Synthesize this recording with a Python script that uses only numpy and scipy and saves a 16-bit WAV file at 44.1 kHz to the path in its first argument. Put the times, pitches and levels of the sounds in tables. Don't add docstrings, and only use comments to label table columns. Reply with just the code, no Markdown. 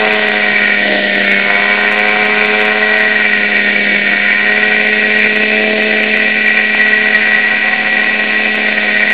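import sys
import numpy as np
from scipy import signal
from scipy.io import wavfile
from scipy.ndimage import uniform_filter1d

SR = 44100
rng = np.random.default_rng(int(sys.argv[2]) if len(sys.argv) > 2 else 0)


def amplitude_ratio(level_db):
    exponent = np.asarray(level_db, float) / 20
    return 10 ** exponent


def generate_wav(sig):
    pcm = np.round(np.clip(np.atleast_2d(sig).T, -1, 1) * 32767).astype(np.int16)
    wavfile.write(sys.argv[1], SR, pcm)


N = 402633

CRUISE_HZ, SPEED_STEP_HZ = 210, 5
# t/s, f/Hz
CRANK_SPEED = [(0, 214.9), (.3, 210.6), (.6, 207.6), (1.05, 203.1), (1.35, 199.9), (1.95, 209.5),
               (2.7, 212.8), (3.05, 214.2), (3.4, 208.1), (4.15, 203.7), (4.65, 212.3), (5.2, 212.6),
               (5.6, 214.5), (6.15, 214.5), (6.75, 213.7), (8.55, 214.4), (8.85, 210.2), (9.13, 212.2)]
# t/s, outlet facing listener/step, height/step, mixture richness/step, bank/step
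FLIGHT_STATE = [(0.0, 1, 2.2, 0.9, -1.8), (0.75, 0.5, -0.43, -1.6, 1), (0.9, -0.4, -1.5, 3, -4.5),
                (1.35, 1.8, -1.37, -0.6, 1.5), (1.5, 0.03, 1.6, -1.3, 0.2), (2.55, 0.65, 1.93, -0.23, 1.66),
                (3.0, 1.74, 0.8, -1.65, -3.5), (3.3, 0.35, 0.11, -1.8, 1.1), (3.9, 0.6, -1.6, 0.6, 1.8),
                (4.35, -1, -0.22, -2.4, 0.4), (4.5, 1.35, 0.14, -1.7, 0.3), (5.4, 1, -0.84, 0.43, 1.7),
                (5.7, 2, -1.11, 2.4, -0.6), (6.45, 0.07, -1.12, -1.0, 1.04), (7.05, 1.2, -0.3, -1.9, -1.1),
                (7.65, -1.5, 0.34, -1.6, -1.1), (8.55, -0.2, -0.37, 0.6, 0.6),
                (9.13, 0.5, -0.59, -1.6, -2.18)]
# level/dB, then slope/(dB per step) of facing, height, richness, bank, speed
NOISE_LEVEL_LAW = [
    (-24.0, -0.2, -0.65, 2.0, -0.049, -1.5),
    (-28, 0.3, 4, 0.1, -0.7, -0.73),
    (-29.5, 0.7, -3, -1.2, -0.28, -1.0),
    (-14.5, 0.4, -1.1, -1.0, -1.5, 0.65),
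    (-18.5, -0.2, -0.5, -1.5, 1.6, -0.1),
    (-24, 0.4, 0.5, 0.8, -0.23, -0.79),
]


def evened(x):
    return x / np.sqrt(np.mean(x ** 2) + 1e-20)


def columns(rows):
    s, *values = np.transpose(rows)
    return [np.interp(np.arange(N) / SR, s, v) for v in values]


def speed_steps():
    return (columns(CRANK_SPEED)[0] - CRUISE_HZ) / SPEED_STEP_HZ


def levels(law):
    law = np.array(law)
    state = columns(FLIGHT_STATE) + [speed_steps()]
    return law[:, :1] + law[:, 1:] @ state


def causal(points, size=4096):
    f, db = np.transpose(points)
    hz = abs(np.fft.fftfreq(size, 1 / SR))
    log_gain = np.log(amplitude_ratio(np.interp(np.log(hz + 1), np.log(f + 1), db)))
    phase = signal.hilbert(log_gain).imag
    return np.fft.ifft(np.exp(log_gain - 1j * phase)).real[:size // 2]


def coloured(x, points):
    return signal.oaconvolve(x, causal(points))[:N]


def highpassed(x, order, hz):
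    return signal.sosfilt(signal.butter(order, hz, "high", fs=SR, output="sos"), x)


def wander(hz):
    r = np.exp(-2 * np.pi * hz / SR)
    z = signal.lfilter([1], [1, -2 * r, r * r], rng.standard_normal((2, N)))
    return evened(z[0]) / np.sqrt(2) + 1j * evened(z[1]) / np.sqrt(2)


def tone(turns, db, fuzz, fuzz_hz):
    unsteady = 1 + fuzz * wander(fuzz_hz)
    return np.sqrt(2) * amplitude_ratio(db) * (unsteady * np.exp(2j * np.pi * turns)).real


def air():
    # f/Hz, level/dB
    wash_colour = [(15, -12), (60, -14.5), (100, -3), (200, 8.5), (1000, -8.5), (4000, -21.5)]
    # t/s, peak level/dB
    puffs = [
        (0.039, -50.5),
        (3.231, -34),
        (4.619, -55),
        (5.199, -42),
        (5.389, -38),
        (6.149, -40),
        (7.029, -44),
        (8.329, -47),
    ]
    # t/s, peak level/dB, f/Hz
    handling = [
        (6.749, -5, 776),
    ]
    gusty = amplitude_ratio(4 * wander(3).real)
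    out = amplitude_ratio(-37) * evened(gusty * coloured(rng.standard_normal(N), wash_colour))
    t = np.arange(N) / SR
    for s, db in puffs:
        out += amplitude_ratio(db) * np.exp(-((t - s - .015) / 0.0055) ** 2)
    for s, db, hz in handling:
        u = np.maximum(t - s, 0)
        attack = (t >= s) * np.minimum(u * 8000, 1)
        out += amplitude_ratio(db + 2.5) * np.cos(2 * np.pi * hz * u) * np.exp(-u / 0.0013) * attack
    return out


def rotors(turns):
    # multiple of crank speed/1, rms level/dB,
    # width/Hz
    geared = [(.58, -54.5, 4.5), (0.781, -56, 6), (1.171, -38.5, 9.4), (1.879, -42, 3.1),
              (2.878, -58.5, 10)]
    return sum(tone(k * turns, db, 0.44, width_hz) for k, db, width_hz in geared)


def fan(turns, surplus):
    # f/Hz, level/dB
    duct_colour = [(1500, -46), (2500, -9.5), (2950, -0.5), (3420, -4.5), (3560, -0.5), (3750, -9),
                   (4150, -14), (4320, -7.5), (4500, -15.5), (5200, -20)]
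    shaken = .8 + np.exp(-((turns - .4) % 1) / .3) * amplitude_ratio(4 * surplus)
    hiss = coloured(shaken * rng.standard_normal(N), duct_colour)
    return amplitude_ratio(levels(NOISE_LEVEL_LAW[-1:])[0]) * evened(hiss)


def firing(turns):
    lost_step, lost_per_height = .17, -.035
    weak_share, weak_per_height, weak_per_rich = 0.55, 0.065, 0.034
    count = int(turns[-1]) + 1
    turn = turns.astype(int)
    _, height, rich, _ = columns(FLIGHT_STATE)
    at = np.searchsorted(turns, np.arange(count))
    lost = rng.random(count) < lost_step + lost_per_height * height[at]
    sign = (-1.) ** (np.arange(count) + np.cumsum(lost))
    weak = np.clip(weak_share + weak_per_height * height + weak_per_rich * rich, 0, 1)
    scatter = .25 * rng.standard_normal(count)
    return weak * sign[turn] + scatter[turn]


def dispersed(x, hz, width_hz):
    r = np.exp(-np.pi * width_hz / SR)
    poles = np.array([1, -2 * r * np.cos(2 * np.pi * hz / SR), r * r])
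    return signal.lfilter(poles[::-1], poles, x)


def rasp(turns, surplus):
    edges_hz = [820, 1380, 1760, 2100]
    trims_db = [-4.5, -0.5, -1.5, -10, -6]
    # f/Hz, level/dB
    pop_colour = [(90, -45), (150, -29.5), (300, -15), (720, -13), (830, -24), (1300, -33), (1500, -16),
                  (1720, -23.5), (1930, 0.5), (2130, -13.5), (2350, -4), (2750, -11.5), (3300, -35),
                  (4400, -46.5)]
    pops = surplus * np.diff(np.floor(turns), prepend=0)
    pops = dispersed(dispersed(pops, 290, 340), 612, 180)
    gust = np.exp(-(turns % 1) / .3) * amplitude_ratio(8 * surplus)
    steady = 1 - 0.026 * speed_steps()
    hiss = evened((steady + gust) * rng.standard_normal(N))
    jet = .55 * hiss + .55 * highpassed(hiss, 2, 1700)
    raw = coloured(evened(pops) + jet, pop_colour)
    below = [signal.sosfiltfilt(signal.butter(4, hz, fs=SR, output="sos"), raw) for hz in edges_hz]
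    bands = np.diff([np.zeros(N), *below, raw], axis=0)
    bands /= np.sqrt(uniform_filter1d(bands ** 2, size=SR // 3, axis=1))
    levels_db = levels(NOISE_LEVEL_LAW[:-1])
    return sum(amplitude_ratio(db + trim_db) * b for b, db, trim_db in zip(bands, levels_db, trims_db))


def orders(turns, surplus):
    # level/dB, then slope/(dB per step) of facing, height, richness, bank, speed
    order_law = [
        (-26.0, 1.24, -0.36, 0.96, 0.4, -0.1),
        (-29.5, 4.5, 2.17, 1.2, 0.91, 1.74),
        (-29.0, 3.1, 1.7, 2.0, -1.1, -0.9),
        (-35.0, -0.25, 3.5, -0.1, 0.4, 0.5),
        (-29.5, 1.1, 1.9, -1.6, 0.2, -0.5),
        (-21.5, 0.5, -1.6, -1.8, -0.16, 0.9),
        (-25.5, 0.7, 0.24, -0.6, 1.1, -1.07),
        (-28.5, -0.2, 0.8, 1.8, 1.5, 5.5),
    ]
    # order/1, level re order 5/dB
    weak_low = [(2.5, -4.5), (3.5, 1.5), (4, -9), (6, -5.5)]
    # order/1, level re order 11/dB
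    weak_high = [(8, -10.5), (10, -6), (13, -13.5)]
    fade_db = 2.5
    gear = .1175
    throb_depth, throb_at_s, throb_span_s = 0.17, 8, 0.29
    db1, db2, db3, db5, db7, db9, db11, db12 = levels(order_law)

    low = tone(turns, db1, 0.035, 30)
    low += tone(2 * turns + 0.47, db2, 0.22, 32)
    low += tone(3 * turns + 0.54, db3, 0.038, 30)
    for k, db in [(5, 0)] + weak_low:
        fade = fade_db * (1 + (k != 5)) / 2 * wander(1.5).real
        low += tone(k * turns, db5 + db - 1.5 + fade, .55, 18)

    late = turns - .15 + .019 * wander(16).real
    high = tone(7 * late + 0.33, db7 - 1.3, 0.54, 30)
    high += tone(9 * late, db9 - 0.6, 0.91, 40)
    high += tone(11 * late + 0.12, db11 + 1.74, .85, 36)
    high += tone(12 * late, db12 - 3, 1.0, 66)
    for k, db in weak_high:
        high += tone(k * late, db11 + db + fade_db * wander(1.2).real, 0.69, 30)
    high *= 1 + .9 * uniform_filter1d(surplus, size=60)

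    throb = throb_depth * np.exp(-((np.arange(N) / SR - throb_at_s) / throb_span_s) ** 2)
    return low + high * (1 + throb * np.cos(2 * np.pi * gear * turns))


def scene():
    turns = np.cumsum(columns(CRANK_SPEED)[0]) / SR
    surplus = firing(turns)
    engine = orders(turns, surplus) + rasp(turns, surplus)
    return np.tile(engine + fan(turns, surplus) + rotors(turns) + air(), (2, 1))


def thrifty(x, floor_db=-71.5, spread_db=10.0):
    hz, _, z = signal.stft(x, SR, nperseg=2048)
    level_db = 10 * np.log10(uniform_filter1d(abs(z) ** 2, size=5, axis=0) + 1e-14)
    luck = evened(uniform_filter1d(rng.standard_normal(z.shape[1]), size=3))
    need_db = floor_db + spread_db * np.tanh(luck)
    weak = (level_db < need_db) & (hz[:, None] > 3400)
    return signal.istft(z * ~weak, SR, nperseg=2048)[1][:N]


def slipped(x):
    # t/s, level/dB
    slips = [(0.1269, -31), (0.1355, -24.5), (0.2867, -24.5), (1.1533, -29), (1.3184, -21.5),
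             (1.5569, -32.5), (1.8138, -30), (1.915, -27), (1.9245, -22.5), (1.944, -29.5), (1.9914, -23.5),
             (2.0867, -27.5), (2.2528, -27), (2.4563, -27), (2.6025, -29), (2.6168, -26.5), (2.6544, -24),
             (2.9861, -27.5), (3.0073, -30), (4.8733, -29), (5.1881, -26.5), (5.3617, -26), (5.8316, -28.5),
             (6.0309, -26), (6.1704, -26.5), (6.4602, -30), (6.7491, -31), (6.882, -32.5), (8.555, -25.5),
             (9.1244, -13)]
    swing_s, swing_hz = .0004, 2100
    out, t = x.copy(), np.arange(-150, 151)
    pairs = rng.integers(1, 9, len(slips)) * rng.choice([-1, 1], len(slips))
    echoes = [(s + 2 * n / CRUISE_HZ, db - 10) for (s, db), n in zip(slips, pairs)]
    for s, db in slips + echoes:
        near = np.clip(round(s * SR) + t // 2 + 40, 0, N - 1)
        top = near[np.argmax(x[near])]
        at = np.clip(top + t, 0, N - 1)
        need = max(1 + amplitude_ratio(min(db, -22) + 6) - out[top], 0)
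        lag_s = (at - top) / SR
        out[at] += need * np.exp(-(lag_s / swing_s) ** 2) * np.cos(2 * np.pi * swing_hz * lag_s)
    return out


def channel_grain():
    hz, _, z = signal.stft(rng.standard_normal(N), SR, nperseg=2048)
    apart = evened(uniform_filter1d(rng.standard_normal(z.shape[1]), size=3)) > .5
    band = (hz > 1950) & (hz < 2900)
    grain = signal.istft(z * apart * band[:, None], SR, nperseg=2048)[1][:N]
    return amplitude_ratio(-43) * evened(grain)


def top_cut(x):
    return signal.sosfilt(signal.butter(12, 15800, fs=SR, output="sos"), x)


def record(dry):
    ceiling, offset = .84, -.0148
    limited = np.clip(dry[0], -ceiling, ceiling)
    narrow = signal.oaconvolve(limited, signal.firwin(91, 4600, window=("kaiser", 8), fs=SR), "same")
    pair = slipped(thrifty(narrow) + offset) + np.outer([1, -1], channel_grain())
    clipped = np.clip(pair, -1, 1)
    splatter = highpassed(clipped - pair, 4, 5200)
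    smear = rng.standard_normal((1, 3072)) * np.hanning(3072) / np.sqrt(600)
    mix = clipped + amplitude_ratio(-10.5) * signal.oaconvolve(splatter, smear, "same", axes=1)
    return top_cut(mix)


dry = scene()
out = record(dry)
generate_wav(out)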